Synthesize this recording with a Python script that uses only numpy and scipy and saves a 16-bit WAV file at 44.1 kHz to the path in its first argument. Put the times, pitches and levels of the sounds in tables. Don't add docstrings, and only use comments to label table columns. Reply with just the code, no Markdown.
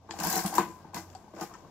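import sys
import numpy as np
from scipy import signal
from scipy.fft import rfft, irfft, next_fast_len
from scipy.io import wavfile
from scipy.ndimage import uniform_filter1d, map_coordinates

SR = 44100
rng = np.random.default_rng(int(sys.argv[2]) if len(sys.argv) > 2 else 0)


def to_linear_factor(level_db):
    exponent = np.asarray(level_db, float) / 20
    return 10 ** exponent


def unload_audio(sound):
    columns = np.transpose(np.atleast_2d(sound))
    steps = np.round(np.clip(columns, -1, 1) * 32767)
    wavfile.write(sys.argv[1], SR, steps.astype(np.int16))


N = 74970

# f/Hz, density/dB per Hz
AIR_COLOUR = [(15, -46), (25, -11.5), (102, 0.5), (476, -8), (641, -8.5), (988, -8.5), (1400, -25.5),
              (6380, -29), (16000, -75)]
# t/s, peak level/dB, base boom level/dB, cover boom level/dB, strongest
# f/Hz
KNOCKS = [(.047, -52, -60, -58, 750), (.0895, -34.5, -59, -43, 906), (.110, -38, -62, -47.5, 905),
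          (.139, -36.5, -44.5, -61, 790), (.199, -27.5, -42, -39.5, 813), (.237, -26, -38, -54, 770),
          (.247, -25.5, -33, -32, 901), (.265, -28, -41, -38.5, 730), (.301, -31.5, -54, -54, 747),
          (.331, -29, -48, -41, 1003), (.36, -23, -36.5, -28, 760), (.377, -26, -38, -30, 726),
          (.442, -30, -51, -44, 763), (.451, -27, -57, -42, 798), (.527, -30.5, -52, -40, 790),
          (.554, -29, -40, -39, 752), (.582, -9.5, -45, -24.5, 979), (.591, -20.5, -35, -29, 1004),
          (.660, -42, -42.5, -43, 1010),
          (0.846, -40.5, -47, -46, 903), (.935, -40, -66, -52, 985), (.946, -31, -37.5, -43, 1010),
                (.967, -32.5, -40, -41.5, 983), (.982, -42, -48, -54, 700), (1.150, -40.5, -72, -78, 778),
                (1.279, -47, -63, -70, 860), (1.336, -39.5, -51, -43, 608), (1.411, -27, -51, -32, 766),
                (1.416, -29.5, -42, -41, 1226), (1.514, -43, -70, -67, 1150),
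                (1.537, -39, -72, -48.5, 1310), (1.644, -51.5, -64, -52, 687),
          (.189, -35, -43, -39.5, 782), (.208, -33.5, -49, -50, 1007), (.258, -39, -37, -56, 700),
                (.276, -31, -43, -59, 1050), (.312, -37, -49, -48, 764), (.338, -26, -44, -37, 830),
                (.392, -32, -45, -43, 890), (.408, -31, -53, -46, 790), (.499, -36, -47, -55, 752),
                (.536, -29.5, -55, -51, 1008), (.572, -32, -40, -52, 814), (.603, -26.5, -39, -32, 1100),
                (.622, -38, -41, -40, 806), (.692, -46, -44, -44, 1000), (1.365, -37.5, -62, -47, 600),
                (1.385, -38, -66, -43, 694), (1.397, -36.5, -60, -48, 656), (1.434, -35, -45.5, -35.5, 794),
                (1.552, -42.5, -67, -49, 1000), (1.24, -51, -60, -57, 870)]
# f/Hz, level/dB, t60/s
BOOM_MODES = [(177, -2.5, 0.22), (207.8, 1.5, 0.19), (332.3, 0.5, 0.12), (457.5, -5, 0.095)]
# f/Hz, level/dB, t60/s
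SHELL_MODES = [(692, -1, 0.046), (755.7, -4, 0.17), (813, 0.5, 0.045), (905, -4, 0.11), (975, 0.5, 0.079),
               (1637, -13.5, 0.14), (1071, 0.5, 0.07), (1109, -10.5, 0.048), (1180, -7.5, 0.059),
               (1506, -7.5, 0.29), (1565, -7, 0.069)]
SEATINGS = [
    0.314,
    .414,
    0.469,
    .792,
    1.449,
]
# t/s, scrape level/dB, rumble level/dB
DRUM_DRAG = [(0, -92, -77), (.085, -86, -61), (.12, -68, -52.5), (0.179, -59.5, -45.5), (.24, -42, -39.5),
             (0.388, -40, -35.5), (0.424, -49.5, -45), (.52, -53.5, -43.5), (0.599, -66, -36),
             (.72, -68, -56.5), (0.921, -89.5, -60.5), (0.963, -48.5, -42.5), (1.05, -72.5, -56.5),
             (1.325, -84, -66.5), (1.344, -76, -56), (1.4, -64, -47.5), (1.48, -71, -54.5),
             (1.7, -84.5, -64.5)]
# t/s, peak level/dB, rattle t60/s, top-octave level/dB
TICKS = [(0.1879, -25, 0.031, -25), (0.2, -23.5, 0.031, 4.5), (0.2328, -24.5, 0.035, 5),
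         (0.2444, -24.5, 0.03, 10.5), (0.27, -16.5, 0.015, 3), (0.2983, -26.5, 0.068, 8),
         (0.3272, -19.5, 0.015, 9.5), (0.3565, -22, 0.012, 15.5), (0.3738, -20.5, 0.016, 7.5),
         (0.4602, -18, 0.03, 3), (0.5513, -26, 0.093, 7), (0.58, -18.5, 0.041, -4.5),
         (0.944, -25, 0.036, -2), (0.974, -34.5, 0.055, -19), (1.1003, -42.5, 0.014, -27),
         (1.1498, -39.5, 0.027, -19), (1.35, -44, 0.019, -11),
         (0.1061, -34, 0.0063, -12),
    (0.109, -23, 0.012, -38),
    (0.54, -31.5, 0.039, 6),
    (1.409, -38, 0.11, 3.5),
    (1.426, -36, 0.07, -0.5),
    (1.537, -44, 0.053, -21),
         (0.19, -28, .015, -8), (.2035, -34, 0.014, 1), (.238, -25, 0.013, 2), (.304, -23, .015, 5),
               (.332, -25.5, 0.023, 4), (.379, -22, 0.013, 9), (.391, -25, 0.018, 6),
               (0.4375, -28, 0.021, 8), (.478, -26, 0.02, 0), (1.362, -42, 0.026, -10),
               (1.383, -38, .015, -9), (1.398, -40.5, 0.039, -16), (1.13, -49, 0.022, -15)]
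# f/Hz, width/Hz, level/dB
PIN_MODES = [(4610, 280, 1), (5144, 210, 15.5), (5200, 34, -16), (6100, 30, -21), (7330, 970, 9.5),
             (9600, 600, -27), (11660, 800, 0)]
# f/Hz, density/dB per Hz
STEEL_COLOUR = [(760, -57), (1300, -10), (1620, 0), (1780, -4), (3760, -10.5), (5420, -3), (8610, -12),
                (14700, -9.5), (16000, -17)]
# t/s, f/Hz, level/dB, t60/s
RINGING_NOTES = [(.62, 1007, -44, 0.97), (1.150, 758, -35.5, 0.098), (1.150, 4576, -44.5, 0.053),
                 (.328, 4000, -30.5, 0.055), (0.37, 4200, -35, .04), (.354, 4100, -30, 0.053),
                 (.461, 6000, -33, .04), (0.22, 1800, -43, .15), (.3, 1600, -40, .1),
                 (1.645, 1090, -55, 0.19), (.582, 1120, -20, 0.064), (.582, 1000, -20.5, 0.064),
                 (.966, 2030, -43.5, 0.16), (.966, 320, -35.5, 0.11), (1.54, 1800, -50, 0.11),
                 (.448, 191.7, -25, 0.31), (1.28, 860, -49, 0.028)]
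# f/Hz, t60/s
ROOM_DECAY = [(200, 0.34), (2000, 0.14), (10000, 0.25)]
# f/Hz, correlation [-1 to 1]
STEREO_LIKENESS = [(60, 0.74), (180, 0.91), (550, 0.89), (1650, 0.59), (4970, -0.26), (15000, 0.012)]
# f/Hz, left minus right level/dB
PORT_TILT = [(60, -2), (400, 2), (1000, 5.5), (3000, 2), (4500, 12), (7800, 16.5), (9300, -2.5),
             (15000, -5.5)]

KNOCKS_ALL = KNOCKS
PUSH_S, HEAVE_S = 0.0013, 0.004


def unit(x):
    return x / np.sqrt(np.mean(x ** 2) + 1e-20)


def along(points, hz):
    f, v = np.transpose(points)
    return np.interp(np.log(hz + 1), np.log(f + 1), v)


def wobble(rate):
    knots = rng.standard_normal(int(N * rate / SR) + 4)
    return map_coordinates(knots, [np.arange(N) * rate / SR])


def filtered(x, response):
    m = next_fast_len(N + SR // 2)
    spectrum = rfft(x, m) * response(np.fft.rfftfreq(m, 1 / SR))
    return irfft(spectrum, m)[..., :N]


def peaks(f, rows):
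    total = 0
    for k, (centre, width, db) in enumerate(rows):
        damping = 1j * f * width
        total = total + (-1) ** k * to_linear_factor(db) * damping / (centre ** 2 - f ** 2 + damping)
    return total


def grit(rate, spread_db):
    touching = rng.random(N) < rate / SR
    size = to_linear_factor(spread_db * np.minimum(rng.exponential(size=N), 4))
    return unit(touching * size * rng.standard_normal((2, N)))


def patchy(x, patchy_db):
    z = signal.stft(x, nperseg=128)[2]
    field = uniform_filter1d(rng.standard_normal(z.shape[1:]), size=4, axis=0)
    field = unit(uniform_filter1d(field, size=3, axis=1))
    return unit(signal.istft(z * to_linear_factor(patchy_db * field), nperseg=128)[1][:, :N])


def drag_db(axis):
    rows = np.transpose(DRUM_DRAG)
    return np.interp(np.arange(N) / SR, rows[0], rows[axis])


def choked(s, t):
    choke_t60_s = 0.027
    stop = min([c for c in SEATINGS if c > s] + [9])
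    return to_linear_factor(-60 * np.clip(s + t - stop, 0, None) / choke_t60_s)


def room_tone():
    hum_hz, hum_db, air_db = 90, -60, -55.5
    wake_s, wake_db = 0.092, -3
    t = np.arange(N) / SR
    air = unit(filtered(rng.standard_normal((2, N)), lambda f: to_linear_factor(along(AIR_COLOUR, f))))
    hum = np.sin(2 * np.pi * hum_hz * t + 0.2 * wobble(12)) * to_linear_factor(hum_db + 4.9 * wobble(9.07))
    waking_db = wake_db * np.clip(1.5 - 1.6 * t / wake_s, 0, 1)
    return to_linear_factor(air_db + 1.8 * wobble(4.91) + waking_db) * air + hum * [[1], [0]]


def drum_rumble():
    modes = [(hz, 1.2 / t60 + 15, db) for hz, db, t60 in BOOM_MODES + SHELL_MODES]
    jolts = grit(1200, spread_db=2) * to_linear_factor(1.2 * wobble(40))
    rumble = unit(filtered(jolts, lambda f: peaks(f, modes) + 0.13 / (1 + (f / 1800) ** 2)))
    return to_linear_factor(drag_db(axis=2)) * rumble


def body_knocks():
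    focus_hz, focus_db = 123, 9.5
    snap, snap_s = 1.13, 0.0081
    part_db, part_t60_s = -3.5, 0.068
    out, t = np.zeros((2, N + SR)), np.arange(SR // 3) / SR
    hz, level, t60 = np.array(BOOM_MODES + SHELL_MODES).T[..., None]
    shell_swing = 1 + snap * np.exp(-t / snap_s)
    boom_swing = 1 - np.exp(-(t / HEAVE_S) ** 2)
    swing = np.where(hz > 550, shell_swing, boom_swing)
    chance = rng.standard_normal((len(KNOCKS_ALL), 2, 3, len(hz), 1))
    for (s, db, base_db, cover_db, focus), draw in zip(KNOCKS_ALL, chance):
        shell_db = db - 19 + focus_db * np.exp(-((hz - focus) / focus_hz) ** 2)
        upper_db = np.where(hz < 550, cover_db + 0.5, shell_db)
        start_db = level + np.where(hz < 270, base_db + 0.5, upper_db)
        onset = (1 - np.exp(-t / PUSH_S)) * choked(s, t)
        for side, (uneven, turned, detuned) in enumerate(draw):
            phase = 2 * np.pi * hz * (1 + 0.0033 * detuned) * t + 1.23 * turned + side * 20 * detuned
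            ring = to_linear_factor(start_db + 2.3 * uneven - 60 * t / t60) * np.sin(phase) * swing
            part = np.sin(2 * np.pi * focus * t + side * np.pi / 2) * 0.31 ** side
            part = part * to_linear_factor(db + part_db - 60 * t / part_t60_s)
            out[side, round(s * SR):][:len(t)] += (ring.sum(axis=0) + part) * onset
    return out[:, :N]


def loose_parts():
    crunch_db, crunch_t60_s = -15, 0.21
    shaken, t = np.zeros(N + SR), np.arange(SR // 3) / SR
    for s, db, *_ in KNOCKS_ALL:
        shake = to_linear_factor(db + crunch_db - 60 * t / crunch_t60_s) * (1 - np.exp(-t / PUSH_S))
        shaken[round(s * SR):][:len(t)] += shake
    crunch = shaken[:N] * grit(2400, spread_db=2)
    return filtered(crunch, lambda f: peaks(f, [(1830, 1660, 0)]) ** 2)


def steel():
    power, t = np.zeros((3, N + SR)), np.arange(SR // 4) / SR
    for s, db, t60, top_db in TICKS:
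        burst = to_linear_factor(2 * (db - 6 - 60 * t / max(t60, 0.003))) * (1 - np.exp(-t / 0.00091))
        power[:, round(s * SR):][:, :len(t)] += burst * to_linear_factor([[0], [2 * top_db], [-0.4 * top_db]])
    scrape_db = drag_db(axis=1) + 0.7 * wobble(60.3) + [[0], [-0.3], [-0.3]]
    env = np.sqrt(power[:, :N] + to_linear_factor(1.832 * scrape_db))
    contacts = rng.standard_normal((2, N)) + 0.11 * grit(6000, spread_db=6.0)
    contacts = patchy(contacts, patchy_db=4.0)

    def colour(f):
        return to_linear_factor(along([(700, -57)] + STEEL_COLOUR, f)) * (1 + 0.38 * peaks(f, PIN_MODES))

    def top(f):
        return 1 / (1 + (8600 / (f + 1)) ** 12)

    def low(f):
        return 1 / (1 + (f / 4300) ** 8)

    middle_band = filtered(env[0] * contacts, lambda f: colour(f) * (1 - top(f) - low(f)))
    top_band = filtered(env[1] * contacts, lambda f: colour(f) * top(f))
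    low_band = filtered(env[2] * contacts, lambda f: colour(f) * low(f))
    return (middle_band + low_band + top_band) / np.std(filtered(contacts, colour))


def levers():
    out, t = np.zeros((2, N + SR)), np.arange(SR // 3) / SR
    for s, hz, db, t60 in RINGING_NOTES:
        note = np.sin(2 * np.pi * hz * t + np.array([[0], [np.pi / 2]])) * [[1], [0.4]]
        note = note * (1 - np.exp(-t / PUSH_S)) * to_linear_factor(db - 60 * t / t60)
        out[:, round(s * SR):][:, :len(t)] += note * choked(s, t)
    return out[:, :N]


def room(x):
    hz, t, z = signal.stft(rng.standard_normal((2, SR // 2)), SR, nperseg=256)
    decay = to_linear_factor(-60 * t / along(ROOM_DECAY, hz)[:, None])
    tail = signal.istft(z * decay, SR, nperseg=256)[1]
    tail = tail / np.linalg.norm(tail[0])
    return signal.fftconvolve(np.pad(x, ((0, 0), (200, 0))), tail, axes=1)[:, :N]


def scene():
    room_db, near_db = -3, -9
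    bright = steel()
    heavy = body_knocks() + loose_parts() + drum_rumble() + levers()
    echo = to_linear_factor(room_db) * room(bright + to_linear_factor(near_db) * heavy)
    pair = bright + heavy + echo + room_tone()

    def spread(f):
        angle = np.arccos(np.clip(along(STEREO_LIKENESS, f), -1, 1)) / 2
        return np.array([np.cos(angle), np.sin(angle)])

    mid, side = filtered(pair, spread)
    return np.array([mid + side, mid - side])


def low_pass(x):
    return signal.sosfilt(signal.butter(12, 16650, fs=SR, output="sos"), x)


def record(dry):
    top_hz = 15800

    def ports(f):
        tilt_db = along(PORT_TILT, f)
        band_limit = 1 / (1 + (f / top_hz) ** 150)
        return to_linear_factor(tilt_db * [[0.5], [-0.5]]) * band_limit / np.cosh(tilt_db / 17)

    mix = filtered(dry, ports)
    return low_pass(mix)


dry = scene()
out = record(dry)
unload_audio(out)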